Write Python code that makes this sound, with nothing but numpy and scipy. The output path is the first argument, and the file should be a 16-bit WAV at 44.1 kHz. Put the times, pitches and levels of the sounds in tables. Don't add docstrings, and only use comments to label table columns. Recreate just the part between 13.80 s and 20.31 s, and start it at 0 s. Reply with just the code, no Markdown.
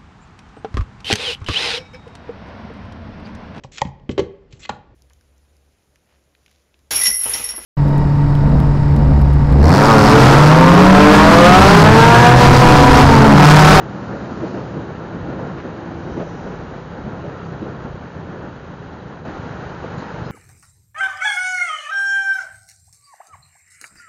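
import sys
import numpy as np
from scipy import signal
from scipy.fft import rfft, irfft
from scipy.io import wavfile
from scipy.ndimage import uniform_filter1d

SR = 44100
rng = np.random.default_rng(int(sys.argv[2]) if len(sys.argv) > 2 else 0)


def store_wav(level_fs):
    pcm = np.round(np.clip(np.atleast_2d(level_fs), -1, 1) * 32767)
    wavfile.write(sys.argv[1], SR, pcm.T.astype(np.int16))


N = 287091
TIME = np.arange(N) / SR
JUMP_S, ENGINE_JUMP_DB = 5.453, 2.5

# t/s, boost/dB
HARD_BEATS = [(5.262, 7), (5.485, 8.5), (5.599, 7), (5.637, 5), (5.713, 6.5), (6.182, 4), (6.343, 3),
              (6.383, 4), (6.424, 4)]


def undb(db):
    return 10 ** (np.asarray(db) / 20)


def unit(x):
    return x / np.sqrt(np.mean(x ** 2))


def curve(table):
    return np.interp(TIME, *np.transpose(table))


def resonate(x, hz, width_hz):
    b, a = signal.iirpeak(hz, hz / width_hz, fs=SR)
    return signal.lfilter(b, a, signal.lfilter(b, a, x))


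def colour(x, spectrum):
    hz, db = np.transpose(spectrum)
    bins_hz = np.maximum(np.arange(N // 2 + 1) * SR / N, 1)
    gain = undb(np.interp(np.log(bins_hz), np.log(hz), db))
    rolloff = np.minimum(hz[-1] / bins_hz, 1) ** 2
    return irfft(rfft(x) * gain * rolloff, N)


def noise(spectrum):
    return unit(colour(rng.standard_normal(N), spectrum))


def ring_noise(hz, width_hz):
    return unit(resonate(rng.standard_normal(N), hz, width_hz))


def walk(rate_hz):
    hold = int(SR / rate_hz)
    held = np.repeat(rng.standard_normal(N // hold + 1), hold)
    return unit(uniform_filter1d(uniform_filter1d(held, hold), hold)[:N])


def swell(t_s, sigma_s):
    return np.exp(-.5 * ((TIME - t_s) / sigma_s) ** 2)


def jump():
    return 1. * (TIME >= JUMP_S)


def dip_db(depth_db=4.0, lead_s=0.032, sigma_s=0.025):
    return -depth_db * swell(JUMP_S - lead_s, sigma_s) * (1 - jump())


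def drone(hz, db, orders, waver=0.0035, flutter_db=-1.0):
    turns = np.cumsum(hz * (1 + waver * walk(14))) / SR
    tone = np.zeros(N)
    for order, order_db in orders:
        gain = undb(order_db + flutter_db * walk(14))
        tone += gain * np.sin(2 * np.pi * (order * turns + rng.random()))
    return unit(tone) * undb(db)


def exhaust(cycles, db, spread_db=1.6, pipe_db=-7.5):
    # f/Hz, width/Hz, level/dB
    pipe_modes = [(398.6, 63, -0.5), (491.3, 65, 1), (575.4, 42, -0.5)]
    # f/Hz, level/dB
    silencer = [(25, -28), (55, -14), (82, -6), (105, -1.5), (130, .5), (152, -.3), (171, 2), (205, -11),
                (270, -17), (450, -35)]
    firings = np.flatnonzero(np.diff(np.floor(cycles)))
    burn_db = spread_db * rng.standard_normal(len(firings))
    pulses = np.bincount(firings, -undb(burn_db), N)
    pipe = sum(undb(mode_db) * resonate(pulses, hz, width_hz) for hz, width_hz, mode_db in pipe_modes)
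    for t_s, boost_db in HARD_BEATS:
        burn_db[np.argmin(abs(firings / SR - t_s))] = boost_db
    boom = colour(np.bincount(firings, -undb(burn_db), N), silencer)
    flutter_db = 1.2 * walk(12)
    return (unit(boom) + undb(pipe_db) * unit(pipe)) * undb(db + flutter_db)


def clatter(cycles, db, decay_turns=0.19, relative_db=-13):
    gate = np.exp(-(2 * cycles % 1) / decay_turns)
    head = resonate(gate * rng.standard_normal(N), hz=1370, width_hz=740)
    return unit(head) * undb(db + relative_db)


def engine(wobble_cycles=.021):
    # t/s, f/Hz
    firing_rate = [(0, 31.0), (.5, 32.0), (1.9, 35.3), (2.3, 36.5), (2.8, 35.5), (3.6, 34.0), (4.3, 31.6),
                   (5.0, 28.0), (5.42, 26.7), (5.85, 25.9), (6.2, 24.8), (6.51, 24.6)]
    # t/s, level/dB
    effort = [(0, -40), (1.2, -37.5), (1.9, -38), (2.3, -41.5), (3.7, -35.5), (4.6, -37.5), (5.2, -41),
              (5.6, -39.5), (6.0, -39.5), (6.4, -35)]
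    db = curve(effort) + ENGINE_JUMP_DB * jump() + dip_db()
    cycles = np.cumsum(curve(firing_rate)) / SR + wobble_cycles * walk(14)
    cycles -= np.interp(HARD_BEATS[0][0], TIME, cycles)
    return exhaust(cycles, db) + clatter(cycles, db)


def whine():
    # f/Hz, width/Hz, level/dB
    bands = [(3352, 150, -68), (3867, 280, -68.5)]
    return sum(ring_noise(hz, width_hz) * undb(db + 1.7 * walk(3)) for hz, width_hz, db in bands)


def rush(brake_s=2.45, roll_on_s=4.95, slow_ratio=0.53):
    # f/Hz, level/dB
    wind_spectrum = [(30, -22.5), (60, -14.5), (90, -10.5), (130, 0.5), (190, 0.5), (250, -3.5), (330, -8),
                     (450, -22), (800, -61)]
    rumble_spectrum = [(150, -29.5), (250, -4.5), (330, -1.5), (400, -1.5), (500, -3.5), (640, -7),
                       (850, -16.5), (1500, -42.5)]
    tyre_spectrum = [(400, -22), (620, -3.5), (800, 1), (1000, -0.5), (1180, -4), (1400, -2), (1650, -6),
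                     (1850, -8.5), (2150, -17), (2800, -27.5), (4000, -42.5)]
    hiss_spectrum = [(1500, -20.5), (2200, 3.5), (3000, 4), (3500, -2), (3850, 0.5), (4400, -2),
                     (5300, -8.5), (6200, -6.5), (6900, -9), (7500, -27.5)]
    air_spectrum = [(15, -31), (30, -14.5), (48, -6.0), (75, 0.5), (110, -2.0), (200, -18.5)]
    # t/s, sigma/s, rise/dB
    gusts = [(0.402, 0.1, 4), (0.726, 0.088, 4), (0.977, 0.088, 3.5), (1.19, 0.032, 0), (1.42, 0.05, 0),
             (1.593, 0.11, 4.5), (1.825, 0.022, -4.5), (1.98, 0.04, -1), (2.28, 0.023, 4),
             (2.395, 0.046, 1.5), (2.654, 0.026, 3.5), (3.063, .07, -2.5), (3.385, 0.1, 3),
             (3.6, 0.061, -2.5), (3.9, 0.16, 2), (4.29, 0.044, -3), (4.552, 0.09, 3.5),
             (4.757, 0.026, -2.5), (5.6, 0.056, 1)]
    # cruise/dB, rise per speed doubling/dB, gust share, jump/dB
    air_law = (-44, 0, 0.8, 2.5)
    wind_law = (-34.5, 5.5, 1.03, 3)
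    rumble_law = (-35.5, 6, 1, 3.5)
    tyre_law = (-38, 4, 0.2, 5.5)
    hiss_law = (-52.5, 3.5, 0.07, 5.5)
    speed_ratio = np.interp(TIME, [brake_s, roll_on_s], [1, slow_ratio])
    gust_db = sum(db * swell(t_s, sigma_s) for t_s, sigma_s, db in gusts)
    air_db, wind_db, rumble_db, tyre_db, hiss_db = (
        cruise_db + speed_db * np.log2(speed_ratio) + share * gust_db + jump_db * jump() + dip_db()
        for cruise_db, speed_db, share, jump_db in (air_law, wind_law, rumble_law, tyre_law, hiss_law))
    eddies = walk(27.95)
    air = noise(air_spectrum) * undb(air_db)
    wind = noise(wind_spectrum) * undb(wind_db + 1.3 * eddies)
    rumble = noise(rumble_spectrum) * undb(rumble_db + 0.99 * eddies)
    tyres = noise(tyre_spectrum) * undb(tyre_db + 0.78 * eddies + 0.21 * walk(45))
    hiss = noise(hiss_spectrum) * undb(hiss_db + 0.19 * eddies + 0.45 * walk(60))
    return air + wind + rumble + tyres + hiss


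def minibus(lift_s=2.34, crossfade_s=0.11):
    # order, level/dB
    pull_orders = [(1, -2), (2, 0.5), (3, -15.5), (4, 4.5), (6, -18.5)]
    coast_orders = [(1, -1.5), (2, 5.5), (3, -9), (4, -13), (6, -11)]
    low_hz, top_hz, rise_hz_per_s, sag_hz_per_s = 82, 85.3, 2.6, 3
    cruise_db, top_db, build_db_per_s = -43, -34.5, 8
    lift_db, low_db, fade_db_per_s = -39, -49.5, 4
    before_s, after_s = np.maximum(lift_s - TIME, 0), np.maximum(TIME - lift_s, 0)
    hz = np.maximum(top_hz - rise_hz_per_s * before_s - sag_hz_per_s * after_s, low_hz)
    pull_db = np.maximum(top_db - build_db_per_s * before_s, cruise_db)
    coast_db = np.maximum(lift_db - fade_db_per_s * after_s, low_db) + ENGINE_JUMP_DB * jump()
    pull = drone(hz, pull_db, pull_orders, waver=0.0021, flutter_db=-0.5)
    coast = drone(hz, coast_db, coast_orders, flutter_db=3)
    lifted = np.minimum(after_s / crossfade_s, 1)
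    return (1 - lifted) * pull + lifted * coast


def truck(crank_hz=37.6, doppler=.067, abreast_s=1.0, glide_s=.8):
    # order, level/dB
    orders = [(1.5, -16.5), (3, -2.5), (4.5, -6.5), (5, 0), (6, -7.5), (9.5, -6)]
    # f/Hz, level/dB
    sizzle_spectrum = [(1900, -2.5), (2600, 4.5), (3400, -1.5), (4200, 2.5), (5200, -1), (7000, -5)]
    hz = crank_hz * (1 - doppler * np.tanh((TIME - abreast_s) / glide_s))
    motor = drone(hz, db=-34, orders=orders) * swell(0.25, 0.74)
    rattle = ring_noise(1300, 400) * swell(0.46, 0.27) * undb(-43.0)
    sizzle = noise(sizzle_spectrum) * (swell(0.3, 0.22) * undb(-54.0) + swell(0.76, 0.18) * undb(-53.5))
    return motor + rattle + sizzle


def puffs():
    # t/s, sigma/s, level/dB
    pockets = [(0.283, .02, -40), (1.423, 0.018, -32), (2.343, 0.04, -34), (3.24, 0.025, -36),
               (4.13, .03, -34), (5.574, 0.019, -33), (6.40, .022, -34)]
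    envelope = sum(undb(db) * swell(t_s, sigma_s) for t_s, sigma_s, db in pockets)
    return ring_noise(hz=75, width_hz=79) * envelope


def bumps(relative_width=0.89):
    # t/s, sigma/s, level/dB, f/Hz
    shudders = [(0.355, 0.012, -28, 390), (0.637, 0.019, -23, 340), (0.668, 0.011, -29, 604),
                (0.76, 0.015, -25, 279), (0.79, 0.012, -36, 690), (0.978, 0.017, -24.5, 175),
                (1.357, 0.011, -23, 170), (1.489, 0.011, -24.5, 200), (1.602, 0.02, -31.5, 500),
                (1.622, 0.0092, -25, 175), (1.795, 0.02, -41, 1420), (1.86, 0.018, -28.5, 320),
                (2.294, 0.03, -32.5, 200), (2.377, 0.0075, -22, 290), (2.398, 0.0087, -24, 250),
                (2.411, 0.018, -27, 563), (3.278, 0.013, -27.5, 175), (3.454, 0.015, -32.5, 400),
                (3.5, 0.013, -36, 600), (3.823, 0.0078, -23, 205), (3.874, 0.045, -32, 360),
                (5.487, 0.025, -33.5, 350), (5.665, 0.015, -30.5, 310), (6.04, 0.02, -34.5, 400)]
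    return sum(ring_noise(hz, relative_width * hz) * swell(t_s, sigma_s) * undb(db)
               for t_s, sigma_s, db, hz in shudders)


def clinks(attack_s=.0015):
    # t/s, level/dB, decay/s
    jolts = [(.678, -49.5, 0.027), (1.785, -59, 0.018), (3.643, -57, .012), (6.184, -49.5, .012),
             (6.203, -54, .04), (6.458, -52, .01)]
    # f/Hz, level/dB
    metal_spectrum = [(1500, -10), (2800, -4.5), (4200, 9), (5600, -1), (7000, 0)]
    envelope = np.zeros(N)
    for t_s, db, decay_s in jolts:
        attack = np.clip((TIME - t_s) / attack_s + 1, 0, 1)
        envelope += undb(db) * attack * np.exp(-np.maximum(TIME - t_s, 0) / decay_s)
    return noise(metal_spectrum) * envelope


def brakes():
    # t/s, sigma/s, f/Hz, width/Hz, level/dB
    squeaks = [(2.355, .025, 6000, 300, -62), (2.49, .035, 5960, 300, -63), (2.5, .25, 5700, 1900, -60.5),
               (2.33, .13, 3070, 220, -62), (3.625, .06, 1330, 70, -43.5), (3.62, .022, 2800, 220, -56),
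               (3.65, .008, 4500, 280, -57), (3.66, .02, 6300, 700, -64), (6.188, .009, 6820, 280, -55),
               (6.22, .03, 4200, 280, -57.5), (6.26, .05, 5050, 220, -65), (6.457, .018, 4130, 250, -54.5),
               (6.472, .022, 5060, 180, -56.5)]
    return sum(ring_noise(hz, width_hz) * swell(t_s, sigma_s) * undb(db)
               for t_s, sigma_s, hz, width_hz, db in squeaks)


def hums(waver=0.013):
    # t/s, sigma/s, f/Hz, level/dB
    tones = [(2.751, 0.38, 45.2, -45.5), (3.45, 0.45, 86.5, -49.5), (4.251, 0.34, 81.9, -48),
             (6.251, 0.71, 186.3, -51.5)]
    out = np.zeros(N)
    for t_s, sigma_s, hz, db in tones:
        cycles = np.cumsum(hz * (1 + waver * walk(12))) / SR
        out += unit(np.sin(2 * np.pi * cycles)) * swell(t_s, sigma_s) * undb(db)
    return out


def knocks():
    # t/s, peak level/dB
    strikes = [(5.453, -24), (6.041, -16.5)]
    # f/Hz, level/dB, decay/s
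    modes = [(330, -5, .02), (510, 0, .018), (660, -2, .012), (860, -5, .007)]
    out = np.zeros(N)
    for t_s, db in strikes:
        age_s = np.maximum(TIME - t_s, 0)
        ring = sum(undb(mode_db) * np.sin(2 * np.pi * hz * age_s) * np.exp(-age_s / decay_s)
                   for hz, mode_db, decay_s in modes)
        out += undb(db) * ring / abs(ring).max()
    return out


def scene():
    bike = engine() + whine() + bumps() + knocks() + clinks()
    return (bike + rush() + minibus() + truck() + puffs() + hums() + brakes())[None]


def record(dry):
    notch_depth, cutoff_hz = 0.24, 7170
    notched = dry - notch_depth * resonate(dry, hz=3416, width_hz=240)
    return signal.sosfilt(signal.ellip(10, .2, 75, cutoff_hz, fs=SR, output="sos"), notched)


dry = scene()
out = record(dry)
store_wav(out)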